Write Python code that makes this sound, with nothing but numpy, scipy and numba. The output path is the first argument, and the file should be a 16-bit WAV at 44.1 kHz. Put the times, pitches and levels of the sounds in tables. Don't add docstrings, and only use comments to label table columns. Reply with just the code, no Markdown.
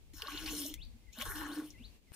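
import sys
import numpy as np
from scipy import signal
from scipy.fft import rfft, irfft
from scipy.io import wavfile
from scipy.ndimage import uniform_filter1d
from numba import njit

SR = 44100
rng = np.random.default_rng(int(sys.argv[2]) if len(sys.argv) > 2 else 0)


def inscribe(sig):
    pcm = np.round(np.clip(np.atleast_2d(sig).T, -1, 1) * 32767)
    wavfile.write(sys.argv[1], SR, pcm.astype(np.int16))


def elevation(decibels):
    levels = np.asarray(decibels, float)
    return 10 ** (levels / 20)


N = 94815
LEFT_RIGHT = np.array([[1], [-1]])
JET_PAN_DB = 2.5


def unit(x):
    return x / np.sqrt(np.mean(x ** 2))


@njit
def svf(x, hz, width):
    y, b, l = np.empty(len(x)), 0., 0.
    g, k = np.tan(np.pi * hz / SR), width / hz
    for i in range(len(x)):
        v = (b + g * (x[i] - l)) / (1 + g * (g + k))
        b, l, y[i] = 2 * v - b, l + 2 * g * v, k * v
    return y


def walk(rate):
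    k = int(SR / rate)
    steps = np.repeat(rng.standard_normal(N // k + 1), k)
    return unit(uniform_filter1d(uniform_filter1d(steps, k), k)[:N])


def column(table, index, off=-120.):
    a = np.array(table)
    return np.interp(np.arange(N) / SR, a[:, 0], a[:, index], left=off, right=off)


def over_pitch(table, **ends):
    a, f = np.array(table), np.arange(N // 2 + 1) * SR / N + 1
    return np.interp(np.log(f), np.log(a[:, 0]), a[:, 1], **ends)


def coloured(shape):
    return unit(irfft(rfft(rng.standard_normal(N)) * elevation(over_pitch(shape, left=-60)), N))


def glide(hz):
    return np.sin(2 * np.pi * np.cumsum(hz) / SR)


def pan(x, db):
    return x * elevation(.5 * LEFT_RIGHT * db)


def ring(drops, hz, width):
    hz, width = float(hz), 1.4 * width
    mid, side = (unit(svf(svf(d, hz, width), hz, width)) for d in drops)
    return mid + min(hz / 3500, .58) * side * LEFT_RIGHT


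# t/s, level/dB, drop fineness/octaves above 1 kHz, spray/dB
SQUIRT_1 = [
    (.134, -60.5, 1.74, -0.5),
    (.142, -62.5, 2.534, 0),
    (.26, -49, 1.703, -6.5),
    (.37, -46, 1.425, -8),
    (.455, -47, 2.027, -1),
    (.463, -37, 1.052, -5),
    (.51, -46, 2.287, 1),
    (.655, -45, 2.568, 0.5),
    (.765, -65.5, 1.9, -1),
]
SQUIRT_2 = [
    (1.12, -83.5, 1.8, -1.5),
    (1.13, -59.5, 2.55, -3),
    (1.19, -57.5, 1.48, 5),
    (1.221, -41, 1.77, -2),
    (1.238, -52.5, 1.76, 0.5),
    (1.311, -53.5, 2.676, 9),
    (1.431, -50, 1.64, -1.5),
    (1.627, -59.5, 1.854, 1.5),
    (1.74, -75, 1.91, 5.5),
]
SQUIRT_3 = [
    (2.11, -89.5, 1.4, -10.5),
    (2.132, -61.5, 0.44, -0.5),
    (2.15, -59.5, 3.57, 5),
]
# f/Hz, width/Hz, level/dB
POT = [(1976, 258, -6.5), (2467, 442, -3.5), (2745.7, 398, -4.5), (3041, 384, 0.5), (3513.5, 376, -1.5),
       (4100, 346, -3), (4410, 346, -6), (5256, 416, -1), (6451, 1265, 2)]
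# f/Hz, width/Hz, level/dB
SPRAY = [(8197, 895, -6.5), (8984, 1670, 1.5), (10150, 3460, 1.5), (11875, 2270, 6), (14310, 3900, 3.5)]


def jet():
    squirts = SQUIRT_1, SQUIRT_2, SQUIRT_3
    level = np.max([column(s, index=1) for s in squirts], axis=0)
    fine = sum(column(s, index=2, off=0.) for s in squirts)
    spray = sum(column(s, index=3, off=0.) for s in squirts)
    drops_per_s, scatter_db = 5000, 2.5
    lands = rng.random(N) < drops_per_s / SR
    size = lands * elevation(scatter_db * np.minimum(rng.exponential(size=N), 5))
    drops = size * np.sign(rng.standard_normal((2, N)))
    surge = 1.8 * walk(46.04)

    body, power = 0, 0
    for k, (hz, width, db) in enumerate(POT):
        octaves_off = np.log2(hz / 1000) - fine
        weight = elevation(db) * (np.exp(-.5 * (octaves_off / .7) ** 2) + elevation(-15))
        flutter = elevation(3 * walk(59.79) + 1.5 * walk(11.53))
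        body = body + (-1) ** k * weight * flutter * ring(drops, hz, width)
        power = power + weight ** 2
    body = body / np.sqrt(power)

    hiss, hiss_surge = 0, elevation(1.65 * walk(49.906))
    for hz, width, db in SPRAY:
        flutter = elevation(db + 3.23 * walk(59.81) + 1.74 * walk(14))
        mist = rng.standard_normal((2, N)) * (1 + 1.02 * unit(size))
        hiss = hiss + flutter * ring(mist, hz, width)
    hiss = hiss_surge * unit(hiss)
    return pan(elevation(level + surge - 3) * (body + elevation(spray) * hiss), JET_PAN_DB)


# t/s, level/dB
FROTH_1 = [(.135, -73.5), (.18, -60.5), (.24, -52.5), (.3, -52), (.45, -56), (.47, -49), (.52, -58),
           (.63, -62.5), (.72, -97)]
FROTH_2 = [(1.148, -71), (1.18, -57), (1.222, -42.5), (1.243, -61), (1.256, -46.5), (1.391, -46),
           (1.431, -44), (1.634, -58), (1.696, -90)]
FROTH_3 = [(2.115, -84.5), (2.133, -63), (2.15, -61)]
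# f/Hz, width/Hz, level/dB
CAVITY = [(820, 160, -8), (1070, 240, 0), (1300, 200, -5), (1520, 220, 0), (1720, 160, -4)]


def froth():
    level = np.max([column(f, index=1) for f in (FROTH_1, FROTH_2, FROTH_3)], axis=0)
    bubbles_per_s, scatter_db = 1400, 3
    air = 0
    for hz, width, db in CAVITY:
        flutter = elevation(db + 1.503 * walk(29.727))
        bursts = rng.random(N) < bubbles_per_s / SR
        size = elevation(scatter_db * np.tanh(rng.exponential(size=N) / 2) * 2)
        pops = bursts * size * rng.standard_normal((2, N))
        air = air + flutter * ring(pops, hz, width)
    return pan(elevation(level) * unit(air), JET_PAN_DB + .3)


# t/s, peak level/dB, ring f/Hz, crack level/dB, length/ms
SPLASH = [(0.221, -26.5, 3015, -6.5, 2.21), (0.2196, -36.5, 5010, -4, 3.42),
          (0.2207, -36, 1194, -4.5, 2.19), (0.271, -36.5, 3830, -31, 3.53), (0.319, -42, 2860, -26.5, 10.4),
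          (0.374, -35, 3750, -16.5, 5.7), (0.458, -44, 2700, -20.5, 3.7), (0.46, -35.5, 4400, -13.5, 5),
          (0.476, -36, 2770, -20, 16.8), (0.496, -35, 3700, -13, 3.03), (.6625, -34, 6214, -2, 2.15),
          (0.7403, -32, 3234, 7, 1.6), (1.206, -40, 6000, -8, 3.06), (1.212, -33, 2640, -19, 5.2),
          (1.2221, -24, 900, 3, 1.08), (1.354, -44.5, 3180, -27, 7.5), (.282, -32.5, 1129, -11.5, 4.3),
          (0.2, -43, 1048, -15.5, 3.74), (1.254, -36, 1082, 6, 3), (1.2994, -40, 1497, -22.5, 3.6),
          (1.6, -38, 1450, -19.5, 1.67), (1.4087, -37.5, 1497, -9, 6.05), (1.4172, -41.5, 1090, -20, 7.1),
          (1.4631, -35.5, 1370, -26, 5.9), (1.1867, -45.5, 1000, 10.5, 3.4), (1.5858, -53.5, 3500, 15, 3),
          (1.318, -33, 1493, -13.5, 3.7), (0.85, -53.5, 4400, -0.5, 2.75), (.566, -41.5, 4100, -1, 2.5),
          (0.55, -35.5, 5680, 1.5, 2.33), (1.704, -46, 5824, -5.5, 4.74), (1.6, -55, 1070, 11, 4.8)]


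def splashes():
    size = 2048
    out, t = np.zeros((2, N + size)), np.arange(size) / SR
    for s, db, hz, crack_db, ms in SPLASH:
        noise = rng.standard_normal((2, size))
        both = noise[0] + .5 * noise[1] * LEFT_RIGHT
        hz = float(hz)
        tone = np.array([unit(svf(svf(n, hz, hz / 4.5), hz, hz / 2)) for n in both])
        middle = np.array([svf(n, 290.0, 1730.0) for n in both])
        crack = (both - middle) * np.exp(-t / .0015)
        fade = np.exp(-t * 1000 / ms) * (1 - np.exp(-t / .00029))
        i = int(s * SR)
        out[:, i:i + size] += elevation(db + 1) * fade * (tone + elevation(crack_db) * crack)
    return pan(out[:, :N], JET_PAN_DB)


def wall(x):
    t60_s, tail_gain = .06, elevation(-5)
    age = np.arange(SR // 10) / SR
    tail = rng.standard_normal(len(age)) * elevation(-60 * age / t60_s)
    tail = tail / np.sqrt(np.sum(tail ** 2))
    ringing = signal.fftconvolve(x, tail[None], axes=1)[:, :N]
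    return (x + tail_gain * ringing) / np.hypot(1, tail_gain)


# t/s, hum level/dB
HUM_1 = [(.26, -74), (.35, -46), (.39, -61), (.435, -45.5), (.48, -54.5), (.52, -46), (.62, -49.5),
         (.715, -52), (.79, -74)]
HUM_2 = [(1.32, -71.5), (1.36, -51.5), (1.41, -48), (1.52, -46), (1.56, -52), (1.578, -41.5),
         (1.635, -46.5), (1.67, -53.5), (1.76, -75.5)]


def neck():
    hz, width = 300.72, 35.0
    noise = rng.standard_normal((2, N))
    tone = np.sqrt(2) * glide(hz * (1 + .035 * walk(40.15))) * elevation(1.8 * walk(50))
    rough = elevation(-4) * unit(svf(noise[0], hz, width))
    skirt = elevation(-18.5) * unit(svf(noise[1], 300.0, 115.0))
    side = .124 * unit(svf(noise[1], 296.0, 140.0)) * LEFT_RIGHT
    level = np.maximum(column(HUM_1, index=1), column(HUM_2, index=1))
    return elevation(level) * (tone + rough + skirt + side)


# t/s, peak level/dB, f/Hz
KNOCKS = [(.136, -52.5, 304.3), (.228, -46, 442), (1.252, -54, 325.8), (.53, -48, 444.9), (.56, -53, 191.8),
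          (.65, -54, 624), (.258, -50, 590.4), (0.282, -54, 307.4), (.455, -54.5, 780), (1.195, -55, 518.5),
          (1.225, -43.5, 598.2), (1.299, -54.5, 398.7), (.875, -62, 235.3), (.938, -61, 230.6),
          (1.165, -55, 502), (1.17, -51, 633), (1.18, -48, 234.5), (1.26, -46.5, 458),
          (1.791, -52.5, 239.3), (1.848, -58.5, 216.5)]


def knocks():
    t, out = np.arange(N) / SR, 0
    for s, db, hz in KNOCKS:
        age = np.maximum(t - s, 0)
        fall_db = 60 * age * hz / 33.52
        level = elevation(db + 5.5 + 4.62 * walk(70.224) - fall_db)
        out = out + level * np.minimum(age * 130, 1) * np.sin(2 * np.pi * hz * age)
    return out


# t/s from its top, f/Hz, level/dB
WHISTLE = [
    (-.125, 2200, -9),
    (-.105, 1990, -7),
    (-.082, 2080, -15),
    (-.048, 2650, -9),
    (-.028, 3050, -8),
    (-.014, 3850, 0),
    (0, 4600, -3),
    (.011, 4450, -14),
]
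# t/s of top, level/dB, time stretch, lead-in level/dB
BIRD = [
    (.835, -48, .85, -9),
    (1.196, -52, 1.02, -6),
    (1.533, -49, .9, -30),
    (1.858, -52, .98, -3),
    (2.195, -56, .98, -8),
]


def bird():
    t, out = np.arange(N) / SR, 0
    shape = np.array(WHISTLE)
    for s, db, stretch, lead_db in BIRD:
        at = s + shape[:, 0] * stretch
        hz = uniform_filter1d(np.interp(t, at, shape[:, 1]), size=300)
        level = db + np.interp(t, at, shape[:, 2], left=-90, right=-90)
        lead_in = np.interp(t, [s - .085, s - .025], [lead_db, 0])
        throb = 2.5 * np.tanh(walk(110))
        out = out + uniform_filter1d(elevation(level + lead_in + throb), size=100) * glide(hz)
    return out


# start t/s, length/s, from f/Hz, to f/Hz, level/dB
FAR_BIRD = [
    (1.02, .05, 2000, 2150, -76),
    (1.755, .065, 2150, 3050, -68),
    (.83, .035, 2450, 2450, -73),
    (.745, .05, 3480, 3500, -72),
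    (1.9, .08, 2700, 2800, -76),
]


def far_bird():
    t, out = np.arange(N) / SR, 0
    for s, length, from_hz, to_hz, db in FAR_BIRD:
        u = np.clip((t - s) / length, 0, 1)
        hz = (from_hz + (to_hz - from_hz) * np.sqrt(u)) * (1 + .0218 * walk(200))
        out = out + elevation(db + 2.5 * walk(120)) * np.sin(np.pi * u) * glide(hz)
    return out


# delay t/s, left level/dB, right level/dB
SLAPS = [
    (.011, -12, -16),
    (.021, -16, -12),
    (.039, -23, -26),
]


def yard_echo(x):
    echo_db, t60_s = -7, .3
    age = np.arange(SR // 3) / SR
    tail = rng.standard_normal((2, len(age))) * elevation(-60 * age / t60_s) * (age > .004)
    tail = tail / np.sqrt(np.sum(tail ** 2) / 2)
    for s, left_db, right_db in SLAPS:
        tail[:, int(s * SR)] += elevation(np.array([left_db, right_db]) - echo_db)
    echo = signal.fftconvolve(x[None], tail, axes=1)[:, :N]
    return pan(x + elevation(echo_db) * echo, 3)


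# t/s, level/dB
GUST = [(0, -66), (.13, -58), (.3, -61.5), (.48, -52.5), (.62, -62), (.68, -65), (.78, -52), (.9, -56),
        (1.03, -64.5), (1.08, -58.5), (1.18, -67.5), (1.27, -46.5), (1.6, -69.5), (1.85, -57), (2.05, -76),
        (2.12, -55.5)]
# f/Hz, level/dB
WIND = [(12, -71), (20, -2), (50, 3.5), (113, -11), (156, -18.5), (220, -23.5), (290, -52), (480, -120)]


def wind():
    puffs = np.array([coloured(WIND) * elevation(.467 * walk(11)) for _ in range(2)])
    return pan(elevation(column(GUST, index=1) + 3) * puffs, 8)


# f/Hz, level/dB
YARD = [(88, -17.5), (150, -6), (253, -6.5), (656, -20), (1150, -26), (1270, -29), (2700, -21.5),
        (2980, -24), (15500, -33.5)]
# t/s, level/dB
HUSH = [(.75, 3), (1.1, 0), (1.75, 3.5), (1.96, 4), (2.0, -4), (2.15, 2)]


def yard():
    mid, side = coloured(YARD), coloured(YARD)
    side = side - .54 * svf(side, 210.0, 830.0)
    return elevation(-70 + column(HUSH, index=1, off=0.)) * (mid + 1.12 * side * LEFT_RIGHT)


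# f/Hz, phase/rad
PORTS = [(1400, 0.15), (2500, 0.366), (4200, -0.88), (5700, -1.334), (9000, 0.24), (13000, 1.16)]


def ports(x):
    return irfft(rfft(x) * np.exp(.5j * over_pitch(PORTS) * LEFT_RIGHT), N)


def scene():
    pot = wall(jet() + froth() + .632 * splashes()) + .5 * splashes()
    birds = yard_echo(bird() + far_bird())
    return ports(pot + birds) + neck() + knocks() + wind() + yard()


def roll_off(x):
    return signal.sosfilt(signal.butter(12, 16340, fs=SR, output="sos"), x)


def record(dry):
    low_pass = signal.ellip(12, .2, 60, 15600, fs=SR, output="sos")
    mix = signal.sosfilt(low_pass, dry)
    return roll_off(mix)


dry = scene()
out = record(dry)
inscribe(out)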